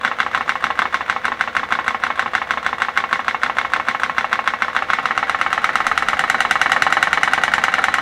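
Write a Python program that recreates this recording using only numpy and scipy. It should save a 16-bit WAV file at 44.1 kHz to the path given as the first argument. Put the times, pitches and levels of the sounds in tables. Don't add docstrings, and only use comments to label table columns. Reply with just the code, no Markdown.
import sys
import numpy as np
from scipy import signal
from scipy.fft import rfft, irfft, next_fast_len
from scipy.io import wavfile

SR = 44100
rng = np.random.default_rng(int(sys.argv[2]) if len(sys.argv) > 2 else 0)


def transcribe(signal):
    frames = np.atleast_2d(signal).T
    limited = np.clip(frames, -1, 1)
    pcm = np.round(limited * 32767).astype(np.int16)
    wavfile.write(sys.argv[1], SR, pcm)


N = 353241

# pitch in Hz, swell time in s when loaded,
# relative level in dB under load, relative level in dB running free.
CRANK_MODES = [(783, 0.0015, -19, -13), (1098, 0.0032, -15.5, -20.5), (1873, 0.00065, -15, -5),
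               (2110, 0.00039, -21, -13.5), (2771, 0.001, -21, -17.5), (3468, 0.0015, -22, -41),
               (3855, 0.00076, -24.5, -24)]
# frequency in Hz, relative level in dB per Hz.
RETURN_TAIL = [(60, -21.5), (230, -4.5), (400, -6.5), (750, -1.5), (1300, 2), (2000, 1), (2600, -19.5),
               (3700, -12), (4700, -24), (6500, -36), (10000, -68), (15000, -56.2)]
FIRST_KNOCK_S, FREE_START_S = .0487, 4.9335
HELD_RATE = 6.68


def amp(db):
    return 10 ** (np.asarray(db) / 20)


def unit(x):
    return x / np.sqrt(np.mean(x ** 2) + 1e-20)


def along(points, hz):
    f, v = np.transpose(points)
    return np.interp(np.log(hz + 1), np.log(f + 1), v)


def curve(rows):
    return np.interp(np.arange(N) / SR, *np.transpose(rows))


def noise(spectrum, size):
    m = next_fast_len(size)
    white = rfft(rng.standard_normal(m))
    colour = amp(along(spectrum, np.fft.rfftfreq(m, 1 / SR)))
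    return unit(irfft(white * colour, m)[:size])


def add(track, s, sound):
    i = max(round(s * SR), 0)
    part = sound[:max(len(track) - i, 0)]
    track[i:i + len(part)] += part


def burst(x):
    return x / np.sqrt(np.sum(x ** 2) / (.008 * SR))


def swell(t, rise):
    return t / rise * np.exp(1 - t / rise)


def speed(s):
    # time in s, turns per s.
    held = [(0, 6.208), (.3, 6.959), (.95, 6.5), (1.3, 6.39), (2.25, 6.362), (2.8, 6.431), (4.65, 6.892),
            (4.9, 7.426)]
    # time in s, turns per s.
    free = [(4.9, 8.071), (6.15, 9.327), (6.7, 9.663), (8, 9.98)]
    return np.where(s < FREE_START_S, np.interp(s, *np.transpose(held)), np.interp(s, *np.transpose(free)))


def freedom(s):
    free_rate = 9.6
    return np.clip((speed(s) - HELD_RATE) / (free_rate - HELD_RATE), 0, 1)


def runs():
    step = .001
    held_t = np.arange(0, FREE_START_S, step)
    free_t = np.arange(FREE_START_S, N / SR, step)

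    def angle(t):
        return np.r_[0, np.cumsum(speed(t[:-1] + step / 2)) * step]

    held_turns = angle(held_t)
    held_turns = held_turns - np.interp(FIRST_KNOCK_S, held_t, held_turns)
    return (held_t, held_turns), (free_t, angle(free_t))


def passes(shares):
    times = []
    for share, (t, turns) in zip(shares, runs()):
        wanted = np.arange(np.ceil(turns[0] - share), turns[-1] - share) + share
        times.append(np.interp(wanted, turns, t))
    return np.concatenate(times)


def workshop(air_db=-51):
    # pitch in Hz, rms level in dB.
    hum_tones = [(236, -55), (475, -51), (514, -47)]
    # frequency in Hz, relative level in dB per Hz.
    air_colour = [(20, -16), (40, -19), (66, 4), (100, -1.5), (250, -15), (600, -22), (3000, -24),
                  (9000, -35), (15000, -36)]
    # frequency in Hz, relative level in dB per Hz.
    rumble_colour = [(15, -1), (27, -14), (36, -9), (50, -20), (70, -1.5), (110, -11), (400, -42)]
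    # time in s, level in dB.
    rumble_level = [(0, -63), (5.2, -65), (5.9, -48.5), (6.6, -55), (8, -60)]
    t = np.arange(N) / SR
    hum = 0
    for hz, db in hum_tones:
        hum = hum + amp(db) * np.sqrt(2) * np.sin(2 * np.pi * (hz * t + rng.random()))
    air = amp(air_db) * noise(air_colour, size=N)
    rumble = amp(curve(rumble_level)) * noise(rumble_colour, size=N)
    return hum + air + rumble


def steam(puff_db=2.5, lead=0.025):
    # frequency in Hz, relative level in dB per Hz.
    rush_colour = [(59, -53), (100, -17.5), (229, -8), (424, -13.5), (676, -1), (784, -3.5), (930, -6),
                   (1080, -5.5), (1310, -7.5), (2220, -4), (2370, -7.5), (3540, -15.5), (4570, -25),
                   (6020, -28), (16000, -60)]
    held_db, per_doubling_db = -35.5, 9
    t, turns = np.hstack(runs())
    flow_db = held_db + per_doubling_db * np.log2(speed(t) / HELD_RATE)
    puffs_db = puff_db * np.cos(2 * np.pi * 2 * (turns + lead))
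    return amp(curve(np.c_[t, flow_db + puffs_db])) * noise(rush_colour, size=N)


def wash(spectrum):
    # frequency in Hz, time in s to fall by 60 dB.
    fade_times = [(100, 0.28), (1000, 0.24), (2500, 0.13), (6000, 0.32), (14000, 0.068)]
    hz, t, z = signal.stft(noise(spectrum, size=SR // 3), SR, nperseg=256)
    fade = amp(-60 * t / along(fade_times, hz)[:, None])
    tail = signal.istft(z * fade, SR, nperseg=256)[1]
    onset = 1 - np.exp(-np.arange(len(tail)) / SR / 0.0015)
    return (tail * onset)[:SR // 3]


def tails(spectrum, count, change=0.45):
    paths = np.array([wash(spectrum) for _ in range(8)])
    weights = np.c_[np.ones(count), change * rng.standard_normal((count, len(paths) - 1))]
    return weights / np.linalg.norm(weights, axis=1, keepdims=True) @ paths


def ringing(modes, free, scatter_db=2.0, slip=0.47):
    t = np.arange(SR // 3) / SR
    hz, t60, held_db, free_db = np.transpose(modes)
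    level, phase = rng.standard_normal((len(free), 2, len(modes))).transpose(1, 0, 2)
    strike_db = held_db + np.outer(free, free_db - held_db) + scatter_db * level
    strike = amp(strike_db) * np.exp(1j * slip * phase)
    fade = amp(-60 * t / t60[:, None])
    onset = 1 - np.exp(-t / 0.00071)
    rings = fade * np.exp(2j * np.pi * hz[:, None] * t) * onset
    return (strike @ rings).imag


def clack(main_hz, main_rise, modes, free, linger, contact=0.00058):
    t = np.arange(SR // 40) / SR
    stretch = 1 + linger * free
    hz, rise, held_db, free_db = np.transpose(modes)[:, :, None]
    level, detune = rng.standard_normal((2, len(modes), 1))
    gain = amp(held_db + free * (free_db - held_db) + 1.47 * level)
    side_hz = hz * (1 + 0.0031 * detune)
    sides = gain * swell(t, rise * stretch) * np.sin(2 * np.pi * side_hz * (t - main_rise))
    main = swell(t, main_rise * stretch) * np.sin(2 * np.pi * main_hz * (t - main_rise))
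    cushion = 1 - np.exp(-(t / contact) ** 2)
    return burst(cushion * (main + sides.sum(0)))


def crack(t60):
    t = np.arange(SR // 40) / SR
    colour = [(1500, -7.5), (3500, 5), (4800, -3.5), (7000, -4), (10000, -11), (15000, -27)]  # Hz, dB per Hz
    edge = noise(colour, size=len(t))
    onset = 1 - np.exp(-t / 0.00047)
    return burst(edge * amp(-60 * t / t60) * onset)


def rattle(free, spread=.006, fall_db=3, count=4):
    track = np.zeros(SR // 16)
    delays = np.r_[0, np.sort(rng.uniform(0, spread, count - 1))]
    for k, delay in enumerate(delays):
        main_hz = 1400 * np.exp(rng.normal(0, 0.11))
        touch = clack(main_hz, 0.000702, CRANK_MODES, free, linger=1.0)
        add(track, delay, amp(-fall_db * k) * touch)
    return burst(track)


def valve_gear(tick_db=-0.5, wash_db=-8, jitter_s=.0008, scatter_db=3.0):
    # share of a turn held, share of a turn free, relative level in dB under load,
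    # relative level in dB running free, crack level in dB relative to the tick.
    contacts = [(.08, .12, -30, -24, -25), (.182, .26, -19.5, -30.5, -25.5), (.46, .48, -26, -16.5, -27),
                (.545, .53, -33, -30, -34), (.765, .785, -28, -23, -18.5), (.89, .895, -24.5, -32.5, -20),
                (.945, 0.86, -26, -29, -29)]
    track = np.zeros(N)
    for *shares, held_db, free_db, bright_db in contacts:
        times = passes(shares)
        for due, free, tail in zip(times, freedom(times), tails(RETURN_TAIL, count=len(times))):
            s = due + rng.normal(0, jitter_s)
            level_db = held_db + free * (free_db - held_db)
            gain = amp(tick_db + level_db + rng.normal(0, scatter_db))
            add(track, s, gain * rattle(free))
            add(track, s, gain * amp(bright_db) * crack(0.07))
            add(track, s, gain * amp(wash_db) * tail)
    return track


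def knocks(shares, by_speed, modes, spectrum, rise, linger, echo_s, echo_db,
           crack_t60, crack_db, bed_db, steel_db, wash_db, sizzle_db):
    # pitch in Hz, time in s to fall by 60 dB,
    # relative level in dB under load, relative level in dB running free.
    bed_modes = [(69, 0.17, -31, -30), (163.5, 0.11, -27, -23.5), (232.5, 0.11, -19, -23.5),
                 (311, 0.075, -31.5, -27.5), (521, 0.49, -37, -32), (797.5, 0.11, -12, -10),
                 (904, 0.13, -16, -18), (1050, 0.12, -40, -30), (1081.5, 0.15, -9.5, -13.5),
                 (1092, 0.092, -32, -25), (1298, 0.27, -27, -28), (1360, 0.18, -13.5, -17),
                 (1549, 0.1, -15.5, -8), (1783, 0.23, -17.5, -19), (1935, 0.16, -15, -12.5),
                 (1970, 0.37, -22.5, -24), (2035, 0.26, -31, -24), (2185, 0.13, -9, -16.5),
                 (2245, 0.15, -20, -13), (2742, 0.068, -12, -22), (2947, 0.068, -36, -11),
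                 (3660, .1, -22, -31), (3980, 0.17, -35, -23), (4140, 0.16, -39, -30)]
    # pitch in Hz, time in s to fall by 60 dB,
    # relative level in dB under load, relative level in dB running free.
    steel_modes = [(5590, 0.041, -1, -11), (5950, 0.1, -7.5, -13), (6240, 0.079, -11, -12),
                   (7170, 0.082, -30, -12.5), (7840, 0.075, -14, -19), (9260, .06, -34, -18),
                   (9650, 0.045, -15, -22)]
    treble = [(2000, -15), (4500, -4.5), (6500, -8), (10000, -11.0), (15000, -22)]  # Hz, dB per Hz
    track, times = np.zeros(N), passes(shares)
    rates, *columns = np.transpose(sorted(by_speed))
    db, main_hz, edge_db, free = [np.interp(speed(times), rates, column) for column in columns]
    free = np.clip(free, 0, 1)

    force, detune, snap = rng.standard_normal((len(times), 3)).T
    db = db + 0.72 * force
    main_hz = main_hz * (1 + .014 * detune)
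    edge_db = edge_db + 1 * snap

    body = amp(bed_db) * ringing(bed_modes, free) + amp(wash_db) * tails(spectrum, count=len(times))
    sheen = amp(steel_db) * ringing(steel_modes, free) + amp(sizzle_db) * tails(treble, count=len(times))
    for k, s in enumerate(times):
        blow = amp(db[k]) * clack(main_hz[k], rise, modes, free[k], linger)
        add(track, s, blow)
        add(track, s + echo_s, amp(echo_db - 4.2 * free[k]) * blow)
        add(track, s, amp(edge_db[k] + crack_db) * crack(crack_t60))
        add(track, s, amp(db[k]) * body[k] + amp(edge_db[k]) * sheen[k])
    return track


def scene():
    # pitch in Hz, swell time in s when loaded,
    # relative level in dB under load, relative level in dB running free.
    rod_modes = [(842, 0.0018, -9.5, -5.5), (1243, 0.0028, -11.5, -4), (1768, 0.0017, -7, 0.5),
                 (2254, 0.0061, -28, -20), (2543, 0.0054, -19.5, -25), (3005, 0.0026, -24.5, -17.5),
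                 (3760, 0.00023, -21.4, -16.5)]
    # frequency in Hz, relative level in dB per Hz.
    hard_tail = [(60, -40), (230, -12.5), (400, -14.5), (750, -16), (1300, -6.5), (2000, 4.5), (2600, -4),
                 (3700, -9.5), (4700, -20), (6500, -25.5), (10000, -46), (15000, -39)]
    # speed in turns per s, typical level in dB,
    # typical main ring in Hz, typical crack level in dB before its trim, looseness from 0 to 1.
    hard_knock = [(6.4, -10.5, 1456, -34.5, 0.19), (6.8, -9.5, 1430, -34, 0.06), (7.3, -11, 1410, -40, .1),
                  (8.3, -10.5, 1350, -33, 0.44), (9.05, -9.5, 1330, -26.5, 0.7), (9.3, -11.5, 1460, -25, 1),
                  (9.7, -8, 1436, -23.5, 1), (10, -9.5, 1450, -26.5, 1)]
    # speed in turns per s, typical level in dB,
    # typical main ring in Hz, typical crack level in dB before its trim, looseness from 0 to 1.
    return_knock = [(6.4, -17.5, 1090, -53, .02), (6.85, -17, 1100, -48, 0.055),
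                    (7.3, -14.7, 1220, -43, .4), (8.4, -14, 1290, -49, 0.53), (9.2, -13, 1260, -40, 0.68),
                    (9.7, -12.5, 1070, -39, 0.89), (10, -14.3, 1000, -37.5, 0.89)]
    return_shares = (.418, .429)

    background = workshop() + steam() + valve_gear()
    back = knocks(return_shares, return_knock, rod_modes, RETURN_TAIL, rise=0.000983, linger=0.13,
                  echo_s=0.00375, echo_db=-5, crack_t60=0.025, crack_db=-1,
                  bed_db=0.0, steel_db=0, wash_db=-14, sizzle_db=-11)
    out = knocks((0, 0), hard_knock, CRANK_MODES, hard_tail, rise=0.000576, linger=0.84,
                 echo_s=.0039, echo_db=-13.5, crack_t60=0.012, crack_db=0.0,
                 bed_db=-2.0, steel_db=3, wash_db=-10.5, sizzle_db=-12.5)
    return (background + back + out)[None]


def record(dry):
    top_hz = 15900
    clipped = dry / (1 + dry ** 8) ** (1 / 8)
    m = next_fast_len(N + SR // 2)
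    kept = np.fft.rfftfreq(m, 1 / SR) < top_hz
    return irfft(rfft(clipped, m) * kept, m)[..., :N]


dry = scene()
out = record(dry)
transcribe(out)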